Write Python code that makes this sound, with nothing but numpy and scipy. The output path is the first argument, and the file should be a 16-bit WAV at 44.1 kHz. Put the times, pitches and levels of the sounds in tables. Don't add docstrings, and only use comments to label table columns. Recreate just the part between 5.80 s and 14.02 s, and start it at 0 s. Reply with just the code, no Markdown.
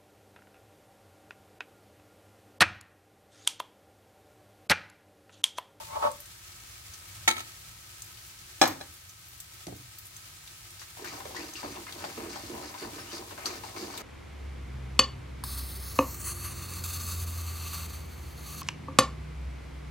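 import sys
import numpy as np
from scipy import signal
from scipy.fft import rfft, irfft
from scipy.io import wavfile
from scipy.ndimage import map_coordinates

SR = 44100
rng = np.random.default_rng(int(sys.argv[2]) if len(sys.argv) > 2 else 0)


def voltage_ratio(decibels):
    exponent = np.asarray(decibels, float) / 20
    return 10 ** exponent


def wrap_up_sound(samples):
    columns = np.atleast_2d(samples).T
    tamed = np.clip(columns, -1, 1)
    steps = np.round(tamed * 32767).astype(np.int16)
    wavfile.write(sys.argv[1], SR, steps)


N = 362502

# (time [s], fizz level [dB])
FRYING_VIGOUR = [(0.0, -52.5), (0.2, -52), (0.4, -55), (1.44, -53.5), (2.7, -54.5), (3.3, -57),
                 (4.23, -55.5), (5.56, -53), (6.52, -52.5), (7.53, -53.5), (8.22, -53.5)]
# (frequency [Hz], density [dB per Hz])
FIZZ_SPECTRUM = [(120, -48.5), (200, -5), (254, -14.5), (347, -2), (416, -9.5), (448, -8.5), (659, -5.5),
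                 (883, -3.5), (1300, -1.5), (1420, -11.5), (1530, -9.5), (2090, 0.5), (7410, 0),
                 (14900, -6.5), (16000, -17)]
# (frequency [Hz], density [dB per Hz])
FLAME_SPECTRUM = [(15, -62.5), (25, -41), (40, -13), (64, -6.5), (97, -1.5), (115, -2.5), (135, -15),
                  (161, -10), (246, -36), (300, -21), (390, -70), (660, -120)]
# (frequency [Hz], width [Hz], level [dB])
WOK_HUM = [(361, 30, -6.5), (1279, 61, 11.5), (1540, 110, 10.5), (1864, 72, 9.5), (2250, 101, -12),
           (4180, 180, 7)]
FLAME_MEAN_DB, FLAME_DB_PER_FIZZ_DB = -56.5, 1

# (end time [s], peak level [dB], swell [dB/s])
FORK_STROKES = [
    (0.0, -38.5, 198),
    (0.167, -29.5, 220),
    (0.241, -22.5, 318),
]
# (time [s], peak level [dB])
FORK_CATCHES = [
    (0.104, -44),
    (0.126, -38),
    (0.154, -19),
    (0.224, -17),
    (0.235, -28),
    (0.248, -16),
    (0.26, -18),
    (0.269, -17.5),
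    (0.273, -40),
]
# (frequency [Hz], width [Hz], level [dB])
BOWL_RESONANCES = [(543, 110, -5), (610, 55, 0), (900, 50, 2), (1127, 48, 1.5), (1275, 36, -2),
                   (1600, 220, -18), (2120, 650, -26), (4200, 1800, -32)]
FORK_FADE_DB_PER_S, BOWL_PAN_DB = 297, -1

# (start time [s], length [s], from pitch [Hz], to pitch [Hz], level [dB])
SQUEALS = [
    (0.101, 0.076, 1004, 1203, -46.5),
    (5.552, 0.082, 1850, 2760, -50),
    (5.758, 0.03, 2900, 2800, -54),
    (6.073, 0.024, 2100, 2210, -52),
    (6.287, 0.038, 1580, 1580, -54),
    (7.271, 0.062, 2950, 3060, -51.5),
    (7.337, 0.053, 5300, 4770, -49),
    (0.224, 0.068, 610, 580, -34),
    (6.98, 0.095, 4280, 4840, -52),
    (7.19, 0.04, 5080, 5310, -49),
]
SQUEAL_JITTER, SQUEAL_OCTAVE_DB = 0.0373, -8.5

# (time [s], peak level [dB], pitch [Hz], T60 [s])
OIL_SPITS = [(0.112, -39, 1250, 0.034), (0.3155, -55, 1290, 0.13), (1.136, -34, 5440, 0.091),
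             (1.189, -34, 9000, 0.074), (2.2204, -25, 7900, 0.025), (2.876, -18.5, 12000, 0.04),
             (3.294, -34, 6220, 0.089), (3.4835, -38, 12700, 0.11), (3.6017, -27, 7650, 0.048),
             (3.868, -25, 4640, 0.027), (3.8690, -34.5, 2000, 0.03), (4.185, -29, 12600, 0.043),
             (4.267, -31, 9970, 0.059), (4.365, -30.5, 7000, 0.051), (4.6755, -31, 3940, 0.086),
             (4.995, -32.5, 5030, 0.16), (5.017, -31.5, 1430, 0.066), (6.124, -27.5, 3780, 0.056),
             (7.192, -31, 1540, 0.043), (7.6575, -19, 5140, 0.11), (8.1, -37, 1454, 0.066),
             (8.1764, -28, 2630, 0.058)]
# (time [s], peak level [dB], pitch [Hz])
FINE_SPITS = [(2.2197, -38, 13600), (3.6007, -33, 14000), (4.2547, -32, 10700), (5.246, -32, 11800),
              (8.176, -26, 9380), (0.3147, -30, 8600), (0.4025, -30.5, 12000), (2.149, -43, 7960),
              (5.736, -27.5, 6400), (6.13, -37, 13000), (7.658, -35, 8800)]
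FINE_SPIT_T60_S = 0.045

# (time [s], peak level [dB])
FORK_DROP_HITS = [(1.4768, -12), (1.4795, -10.5), (1.4848, -12.5), (1.489, -18), (1.502, -20), (1.511, -19),
                  (1.521, -35), (1.567, -27.5), (1.579, -27.5), (1.593, -31.5), (1.604, -30)]
# (frequency [Hz], level [dB], T60 [s])
FORK_MODES = [(350, -16, 0.51), (920, -6.5, 0.19), (1070, -8, 0.18), (1308, -1, 0.18), (2250, 0, 0.071),
              (2320, -13, 0.12), (3240, -6, 0.12), (3720, -6, 0.088), (3890, -5, 0.11), (3900, -12, 0.15),
              (4500, -16, 0.14), (5959, -12, 0.071), (6440, 0, 0.05), (7650, -12, 0.05)]
# (frequency [Hz], density [dB per Hz])
FORK_CRACK = [(180, -53), (300, -5), (737, -13), (885, -2), (1140, -15), (1280, 11), (1430, -5.5),
              (2250, 0.5), (3030, -4), (3890, 0), (5080, -7), (7500, -8.5), (16000, -18.5)]

# (time [s], peak level [dB])
LANDING_HITS = [
    (2.8148, 1.5),
    (2.8176, -2),
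    (2.826, -8),
    (2.837, -11),
    (2.855, -10),
    (2.876, -24),
    (2.908, -35.5),
    (3.004, -34),
    (3.011, -23.5),
]
# (frequency [Hz], level [dB], T60 [s])
LANDING_MODES = [(325.7, -9, 0.43), (535, -6.5, 0.3), (610, -2, 0.4), (790, 2.5, 0.15), (844, -3.5, 0.14),
                 (930, -5, 0.56), (1270, -5.5, 0.33), (1700, 0, 0.16), (2035, -16.5, 0.15),
                 (2410, -0.5, 0.13), (3420, -4.5, 0.12), (4016, -1.5, 0.15), (4840, -12, 0.1),
                 (5670, -4, 0.07)]
# (frequency [Hz], density [dB per Hz])
LANDING_CRACK = [(80, -31), (200, -17), (482, -15.5), (629, -13.5), (702, -16), (802, -7.5), (1120, -13.5),
                 (1220, -14), (2780, -23.5), (5520, -20), (16000, -38.5)]

# (time [s], peak level [dB])
LIFT_HITS = [
    (3.869, -26),
    (3.882, -33),
    (3.893, -34),
    (3.908, -43),
    (3.924, -35),
]
# (frequency [Hz], level [dB], T60 [s])
STOVE_MODES = [(128, -1.5, 0.76), (183, -3, 0.44), (345, -7, 0.45), (479, -22, 0.76), (727, -19, 0.56),
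               (1281, -28, 0.17)]
# (frequency [Hz], density [dB per Hz])
STOVE_CRACK = [(35, -39), (60, 9), (188, -4.5), (324, -3), (549, -13), (643, -11), (1130, -28),
               (4000, -35.5), (5200, -68)]

# (start time [s], length [s], press level [dB], wall over bottom [dB])
FLAT_STROKES = [(5.19, 0.097, -46.5, -4.5), (5.33, 0.35, -51, 2), (5.55, 0.097, -47.5, -3.5),
                (5.66, 0.19, -53, -2), (5.832, 0.08, -42, -5.5), (5.95, 0.073, -49.5, -3.5),
                (6.07, 0.036, -60, -5), (6.14, 0.17, -47, -1.5), (6.365, 0.15, -42, -7),
                (6.55, 0.073, -53, 4.5), (6.63, 0.065, -48.5, -13), (6.692, 0.034, -38, -13),
                (6.74, .17, -46, -0.5), (6.94, 0.083, -61, 10), (7.014, 0.069, -38.5, -5.5),
                (7.08, 0.15, -46.5, -4), (7.325, 0.15, -46.5, -2), (7.51, 0.025, -48.5, 3),
                (7.575, 0.018, -56.5, 11), (7.65, 0.13, -45, -3.5), (7.836, 0.13, -50.5, 2.5),
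                (7.965, 0.14, -43.5, -3), (8.12, 0.096, -47.5, -1)]
# (start time [s], length [s], bite level [dB], squeak over chatter [dB])
EDGE_BITES = [(5.245, 0.14, -50, 2.5), (5.55, 0.16, -51, 4), (5.755, 0.059, -48.5, 1.5),
              (5.832, 0.13, -49, -1.5), (6.065, 0.03, -48, -11), (6.18, 0.21, -50.5, 1),
              (6.37, 0.12, -50.5, -11), (6.49, 0.15, -50.5, 3.5), (6.64, .1, -54.5, 2),
              (6.82, 0.078, -50.5, 1), (6.97, 0.083, -48.5, -1.5), (7.13, 0.23, -50.5, -2),
              (7.31, 0.075, -47.5, 4), (7.51, 0.016, -53, -15), (7.575, 0.081, -49, -17),
              (7.65, 0.13, -47.5, 1), (7.836, 0.089, -53, 1), (7.962, 0.12, -51.5, 5),
              (8.1, 0.11, -48.5, 0)]
# (frequency [Hz], width [Hz], level [dB])
WOK_BOTTOM = [(185, 72, -6.5), (286.8, 18, 4.5), (345, 36.4, 6), (479.5, 29, -3)]
# (frequency [Hz], width [Hz], level [dB])
WOK_WALL = [(540, 20, -3), (644, 66, -2.5), (803, 24, -2), (940, 45, -0.5), (1000, 410, -11)]
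# (frequency [Hz], width [Hz], level [dB])
BLADE_RESONANCES = [(1250, 91, 6), (1531, 19, 10), (1713, 115, 0.5), (2250, 230, 6), (2420, 420, 2.5),
                    (3030, 390, -5)]
# (frequency [Hz], width [Hz], level [dB])
EDGE_RESONANCES = [(4400, 950, 0), (5260, 210, 5), (6300, 740, -5)]
STIR_START_S, STROKE_RISE_S, STROKE_LIFT_S = 5.17, 0.0044, 0.021
PRESS_SAG_DB_PER_S, BITE_SAG_DB_PER_S = 21, 38
GLIDE_PRESS_DB, GLIDE_BITE_DB = -57, -62

# (time [s], peak level [dB], pitch [Hz])
BLADE_KNOCKS = [(5.17, -38, 790), (5.244, -28.5, 1540), (5.403, -29.5, 970), (5.454, -28, 523),
                (5.508, -33, 720), (5.547, -27.5, 990), (5.755, -29.5, 2820), (5.83, -27.5, 800),
                (5.846, -29, 630), (5.858, -35, 900), (5.96, -27.5, 895), (6.067, -33, 1020),
                (6.221, -36, 1270), (6.241, -23.5, 700), (6.249, -33, 900), (6.378, -30, 517),
                (6.558, -27, 810), (6.735, -32, 570), (6.941, -32, 980), (7.188, -35, 770),
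                (7.509, -30.5, 800), (7.578, -34, 1500), (7.64, -36, 770), (7.657, -32.5, 510),
                (7.658, -26.5, 1250), (7.707, -30.5, 740), (7.836, -29, 870), (7.888, -33, 640),
                (7.963, -31.5, 1180), (8.139, -28.5, 880)]
# (time [s], peak level [dB], pitch [Hz])
FLAT_THUMPS = [
    (5.222, -31.5, 382),
    (5.837, -34, 296),
    (6.368, -36, 293),
    (6.486, -46, 350),
    (6.635, -34, 328),
    (6.698, -30.5, 347),
    (7.024, -30, 345),
    (7.329, -32.5, 345),
    (8.026, -28, 343),
]
# (time [s], peak level [dB], pitch [Hz], T60 [s])
CORNER_TICKS = [
    (5.273, -29.5, 2280, 0.11),
    (5.5623, -29, 1880, 0.14),
    (6.248, -29, 4480, 0.03),
    (6.4973, -43, 4400, 0.11),
    (6.556, -37, 5300, 0.08),
    (7.657, -21, 4400, 0.05),
    (7.66, -27, 5800, 0.086),
    (7.9633, -33, 2250, 0.059),
]
KNOCK_T60_S, THUMP_T60_S, THUMP_PAN_DB = 0.085, 0.1, -1.5

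# (frequency [Hz], T60 [s])
KITCHEN_T60 = [(100, 0.52), (500, 0.24), (2000, 0.21), (6000, 0.13), (14000, 0.18)]
# (frequency [Hz], left minus right [dB])
MIC_BALANCE = [(60, 1.5), (110, 0.5), (200, -3.5), (380, -5), (700, 5.5), (1290, 0.5), (2380, 1.5),
               (4400, 1.5), (8120, -1.5), (15000, 3.5)]
SHARED_HZ = 524
TOP_CUT_HZ = 15850


def rms_one(x):
    return x / np.sqrt(np.mean(x ** 2) + 1e-20)


def in_time(rows):
    s, *columns = np.transpose(rows)
    return [np.interp(np.arange(N) / SR, s, c) for c in columns]


def at_hz(points, hz):
    table_hz, value = np.transpose(points)
    return np.interp(np.log(hz + 1), np.log(table_hz), value)


def colour(x, points):
    size = 4096
    level_db = at_hz(points, np.linspace(0, SR / 2, size // 2 + 1))
    cepstrum = irfft(np.log(voltage_ratio(level_db)))
    cepstrum[1:size // 2] *= 2
    cepstrum[size // 2 + 1:] = 0
    response = irfft(np.exp(rfft(cepstrum)))
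    return signal.oaconvolve(np.atleast_2d(x), response[None], axes=-1)[:, :np.shape(x)[-1]]


def drift(rate_hz):
    knots = rng.standard_normal(400)
    return map_coordinates(knots, [np.arange(N) / SR * rate_hz % 399], order=3)


def decay(x, t60_s, gain=1):
    return signal.lfilter([gain], [1, -voltage_ratio(-60 / (t60_s * SR))], x)


def resonate(x, peaks):
    out = 0
    for k, (hz, width_hz, level_db) in enumerate(peaks):
        r = np.exp(-np.pi * width_hz / SR)
        a = [1, -2 * r * np.cos(2 * np.pi * hz / SR), r * r]
        b = [(1 - r * r) / 2, 0, (r * r - 1) / 2]
        out = out + (-1) ** k * voltage_ratio(level_db) * signal.lfilter(b, a, x)
    return out


def grains(per_s, spread_db, channels):
    sizes = voltage_ratio(spread_db * np.minimum(rng.exponential(1, (channels, N)), 5))
    sizes = sizes * rng.choice([-1, 1], (channels, N))
    return sizes * (rng.random((channels, N)) < per_s / SR) + 1e-18


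def two_ears(shared, own):
    low = signal.sosfilt(signal.butter(2, SHARED_HZ, fs=SR, output="sos"), shared)
    return low + signal.sosfilt(signal.butter(2, SHARED_HZ, "high", fs=SR, output="sos"), own)


def pan(pan_db):
    return voltage_ratio(np.array([[pan_db], [-pan_db]]) / 2)


def frying():
    fizz_db, = in_time(FRYING_VIGOUR)
    flame_db = FLAME_MEAN_DB + FLAME_DB_PER_FIZZ_DB * (fizz_db - fizz_db.mean())
    bursts = rms_one(grains(7000 * voltage_ratio(4.6 * drift(30)), spread_db=5.5, channels=3))
    bursts = bursts + voltage_ratio(3.0) * rng.standard_normal((3, N))
    bursts = two_ears(bursts[0], bursts[1:])
    fizz = rms_one(colour(bursts + resonate(bursts, WOK_HUM), FIZZ_SPECTRUM[:-1]))
    flame = rms_one(colour(rng.standard_normal(N), FLAME_SPECTRUM))
    flicker_db = 0.5 * drift(25)
    return voltage_ratio(fizz_db + 6 + flicker_db) * fizz + voltage_ratio(flame_db + 1.2 * drift(6.5)) * flame


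def fork_on_bowl():
    t = np.arange(N) / SR
    stroke_db = np.full(N, -120.0)
    for end_s, db, swell in FORK_STROKES:
        fall_db = np.maximum(swell * (end_s - t), FORK_FADE_DB_PER_S * (t - end_s))
        stroke_db = np.maximum(stroke_db, db - fall_db)
    catches = np.full(N, 1e-18)
    catches[[round(s * SR) for s, db in FORK_CATCHES]] = voltage_ratio(np.array(FORK_CATCHES)[:, 1] - 15.0)
    force = voltage_ratio(stroke_db - 10.5) + decay(catches, 0.032)
    rubbing = rms_one(grains(5000, spread_db=1.5, channels=1)[0])
    return resonate(force * rubbing, BOWL_RESONANCES) * voltage_ratio(20.5) * pan(BOWL_PAN_DB)


def squeals():
    out, t = np.zeros(N + SR), np.arange(SR // 5) / SR
    wobble = signal.lfilter([1], [1, -0.99], rng.standard_normal((len(SQUEALS), 2, len(t))))
    for (s, length_s, from_hz, to_hz, level_db), (pitch, flutter) in zip(SQUEALS, wobble):
        gone = np.clip(t / length_s, 0, 1)
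        hz = (from_hz + (to_hz - from_hz) * gone) * (1 + SQUEAL_JITTER * rms_one(pitch))
        phase = 2 * np.pi * np.cumsum(hz) / SR
        tone = np.sin(phase) + voltage_ratio(SQUEAL_OCTAVE_DB) * np.sin(2 * phase)
        envelope = voltage_ratio(level_db + 3.0 * rms_one(flutter)) * np.sqrt(np.abs(np.sin(np.pi * gone)))
        at = round(s * SR)
        out[at:at + len(t)] += envelope * tone
    return out[:N]


def puffs(events, sharpness, crack_db, snap_db):
    out, t = np.zeros((2, N + SR)), np.arange(SR // 5) / SR
    noise = rng.standard_normal((len(events), len(t)))
    for (s, peak_db, hz, t60_s, pan_db), puff in zip(events, noise):
        puff = puff * (voltage_ratio(-60 * t / max(t60_s, 0.005)) + voltage_ratio(snap_db - 60 * t / 0.0036))
        ring = resonate(puff, [(hz, hz / sharpness, 0)]) * np.sqrt(sharpness)
        puff = ring + resonate(puff, [(hz, 1.3 * hz, crack_db)])
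        at = round(s * SR)
        out[:, at:at + len(t)] += voltage_ratio(peak_db - 3.5) * pan(pan_db) * puff / abs(puff).max()
    return out[:, :N]


def crackle(count):
    when, size, pitch, ring, place = rng.random((5, count))
    return np.transpose([when * N / SR, -45 + 6 * size ** 2, 2500 * voltage_ratio(21 * pitch),
                         0.03 + 0.048 * ring, 8 * (place - 0.5)])


def oil_spits():
    fine = [(*row, FINE_SPIT_T60_S) for row in FINE_SPITS]
    spits = puffs([(*row, 0) for row in [*OIL_SPITS, *fine]], sharpness=4.5, crack_db=-4, snap_db=6)
    return spits + puffs(crackle(count=110), sharpness=7.5, crack_db=4.5, snap_db=-8.5)


def struck(hits, modes, crack, ring_db, crack_db, crack_t60, damping, shake_db, shake_t60, click):
    at, hit_db = [round(s * SR) for s, db in hits], np.array(hits)[:, 1]
    out, pulse = np.zeros(N), np.full(N, 1e-18)
    chance = rng.normal(0, 3, (len(hits), len(modes)))
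    for (hz, level_db, t60_s), luck_db in zip(modes, chance.T):
        clicks = np.full(N, 1e-18)
        clicks[at] = voltage_ratio(hit_db + level_db + ring_db + luck_db)
        r = voltage_ratio(-60 / (min(t60_s, 0.4) * damping * SR))
        w = 2 * np.pi * hz / SR
        out += signal.lfilter([0, np.sin(w)], [1, -2 * r * np.cos(w), r * r], clicks)
    pulse[at] = voltage_ratio(hit_db + crack_db)
    rattle = decay(pulse, crack_t60)
    shake = decay(pulse, shake_t60, voltage_ratio(shake_db))
    noise = rng.standard_normal(N)
    dull = signal.lfilter([0.6], [1, -0.5], noise)
    return out + colour(rattle * noise + shake * dull + click * pulse, crack)[0]


def fork_drop():
    return struck(FORK_DROP_HITS, FORK_MODES, FORK_CRACK, ring_db=-15.5, crack_db=-2.5, crack_t60=0.019,
                  damping=0.41, shake_db=-35, shake_t60=0.54, click=1.5)


def bowl_landing():
    return struck(LANDING_HITS, LANDING_MODES, LANDING_CRACK, ring_db=-24, crack_db=4.5, crack_t60=0.028,
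                  damping=0.35, shake_db=-17, shake_t60=0.3, click=7.0)


def spatula_lift():
    return struck(LIFT_HITS, STOVE_MODES, STOVE_CRACK, ring_db=-15.0, crack_db=10.5, crack_t60=0.038,
                  damping=0.43, shake_db=-13, shake_t60=0.18, click=6.0)


def strokes(rows, sag_db_per_s, glide_db):
    t = np.arange(N) / SR
    out = voltage_ratio(glide_db) * np.clip((t - STIR_START_S) / STROKE_LIFT_S, 0, 1) * np.ones((2, 1))
    for s, length_s, level_db, lean_db in rows:
        rise = (t - s) / STROKE_RISE_S
        lift = 1 + (s + length_s - t) / STROKE_LIFT_S
        shape = np.clip(np.minimum(rise, lift), 0, 1)
        shape = shape * voltage_ratio(level_db - sag_db_per_s * np.clip(t - s, 0, 1))
        out = np.maximum(out, shape * voltage_ratio(np.array([[0], [lean_db]])))
    return out


def spatula_scrape():
    on_bottom, on_wall = strokes(FLAT_STROKES, PRESS_SAG_DB_PER_S, GLIDE_PRESS_DB)
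    chatter, squeak = strokes(EDGE_BITES, BITE_SAG_DB_PER_S, GLIDE_BITE_DB)
    slips = grains(1200 * voltage_ratio(4.0 * drift(35)), spread_db=4.0, channels=3)
    bottom = rms_one(resonate(slips[0], WOK_BOTTOM))
    wall = rms_one(resonate(slips[1], WOK_WALL))
    blade = rms_one(resonate(slips[1] + slips[2], BLADE_RESONANCES))
    edge = rms_one(resonate(grains(4900, spread_db=4.0, channels=1)[0], EDGE_RESONANCES))
    return voltage_ratio(-1.5) * (on_bottom * bottom + on_wall * wall + chatter * blade + squeak * edge)


def spatula_knocks():
    knocks = [(*row, KNOCK_T60_S, 0) for row in BLADE_KNOCKS]
    ticks = [(*row, 0) for row in CORNER_TICKS]
    thumps = [(*row, THUMP_T60_S, THUMP_PAN_DB) for row in FLAT_THUMPS]
    out = puffs(knocks, sharpness=7.0, crack_db=-10, snap_db=6)
    out = out + puffs(ticks, sharpness=13.0, crack_db=-14, snap_db=-7)
    return out + puffs(thumps, sharpness=14.0, crack_db=-18, snap_db=12)


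def kitchen(x, near_db, wet_db):
    t = np.arange(SR // 2) / SR
    white = rng.standard_normal((4, len(t)))
    walls = two_ears(white[0], white[1:3])
    tail, edges_hz = 0, 80 * 2. ** np.arange(8.5)
    for low, high in zip(edges_hz, np.minimum(edges_hz[1:], 0.45 * SR)):
        band = signal.sosfilt(signal.butter(2, [low, high], "band", fs=SR, output="sos"), walls)
        tail = tail + band * voltage_ratio(-60 * t / at_hz(KITCHEN_T60, np.sqrt(low * high)))
    near = white[3] * voltage_ratio(-60 * t / 0.02)
    near = two_ears(0 * t, two_ears(0 * t, near)) * [[1], [-1]]
    echo = voltage_ratio(wet_db) * rms_one(tail * np.minimum(t / 0.0016, 1)) + voltage_ratio(near_db) * rms_one(near)
    echo = echo / np.sqrt(len(t))
    echo[:, 0] += 1
    heard = signal.oaconvolve(np.atleast_2d(x), echo, axes=-1)[:, :N]
    return signal.sosfilt(signal.butter(3, 120, "high", fs=SR, output="sos"), heard)


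def scene():
    hands = kitchen(fork_on_bowl() + fork_drop(), near_db=5.0, wet_db=-4.0)
    counter = kitchen(bowl_landing() + spatula_lift(), near_db=-1.0, wet_db=-3.5)
    in_wok = squeals() + oil_spits() + spatula_scrape() + spatula_knocks()
    wok = kitchen(in_wok, near_db=0.0, wet_db=-1.0)
    return frying() + hands + counter + wok


def band_limit(x):
    return signal.sosfilt(signal.butter(12, 16820, fs=SR, output="sos"), x)


def record(dry):
    left = colour(dry[0], [(hz, db / 2) for hz, db in MIC_BALANCE])
    late = signal.lfilter([0, 0, 1], 1, dry[1])
    right = colour(late, [(hz, -db / 2) for hz, db in MIC_BALANCE])
    top_cut = signal.ellip(14, 0.3, 90, TOP_CUT_HZ, fs=SR, output="sos")
    return band_limit(signal.sosfilt(top_cut, np.vstack([left, right])))


dry = scene()
out = record(dry)
wrap_up_sound(out)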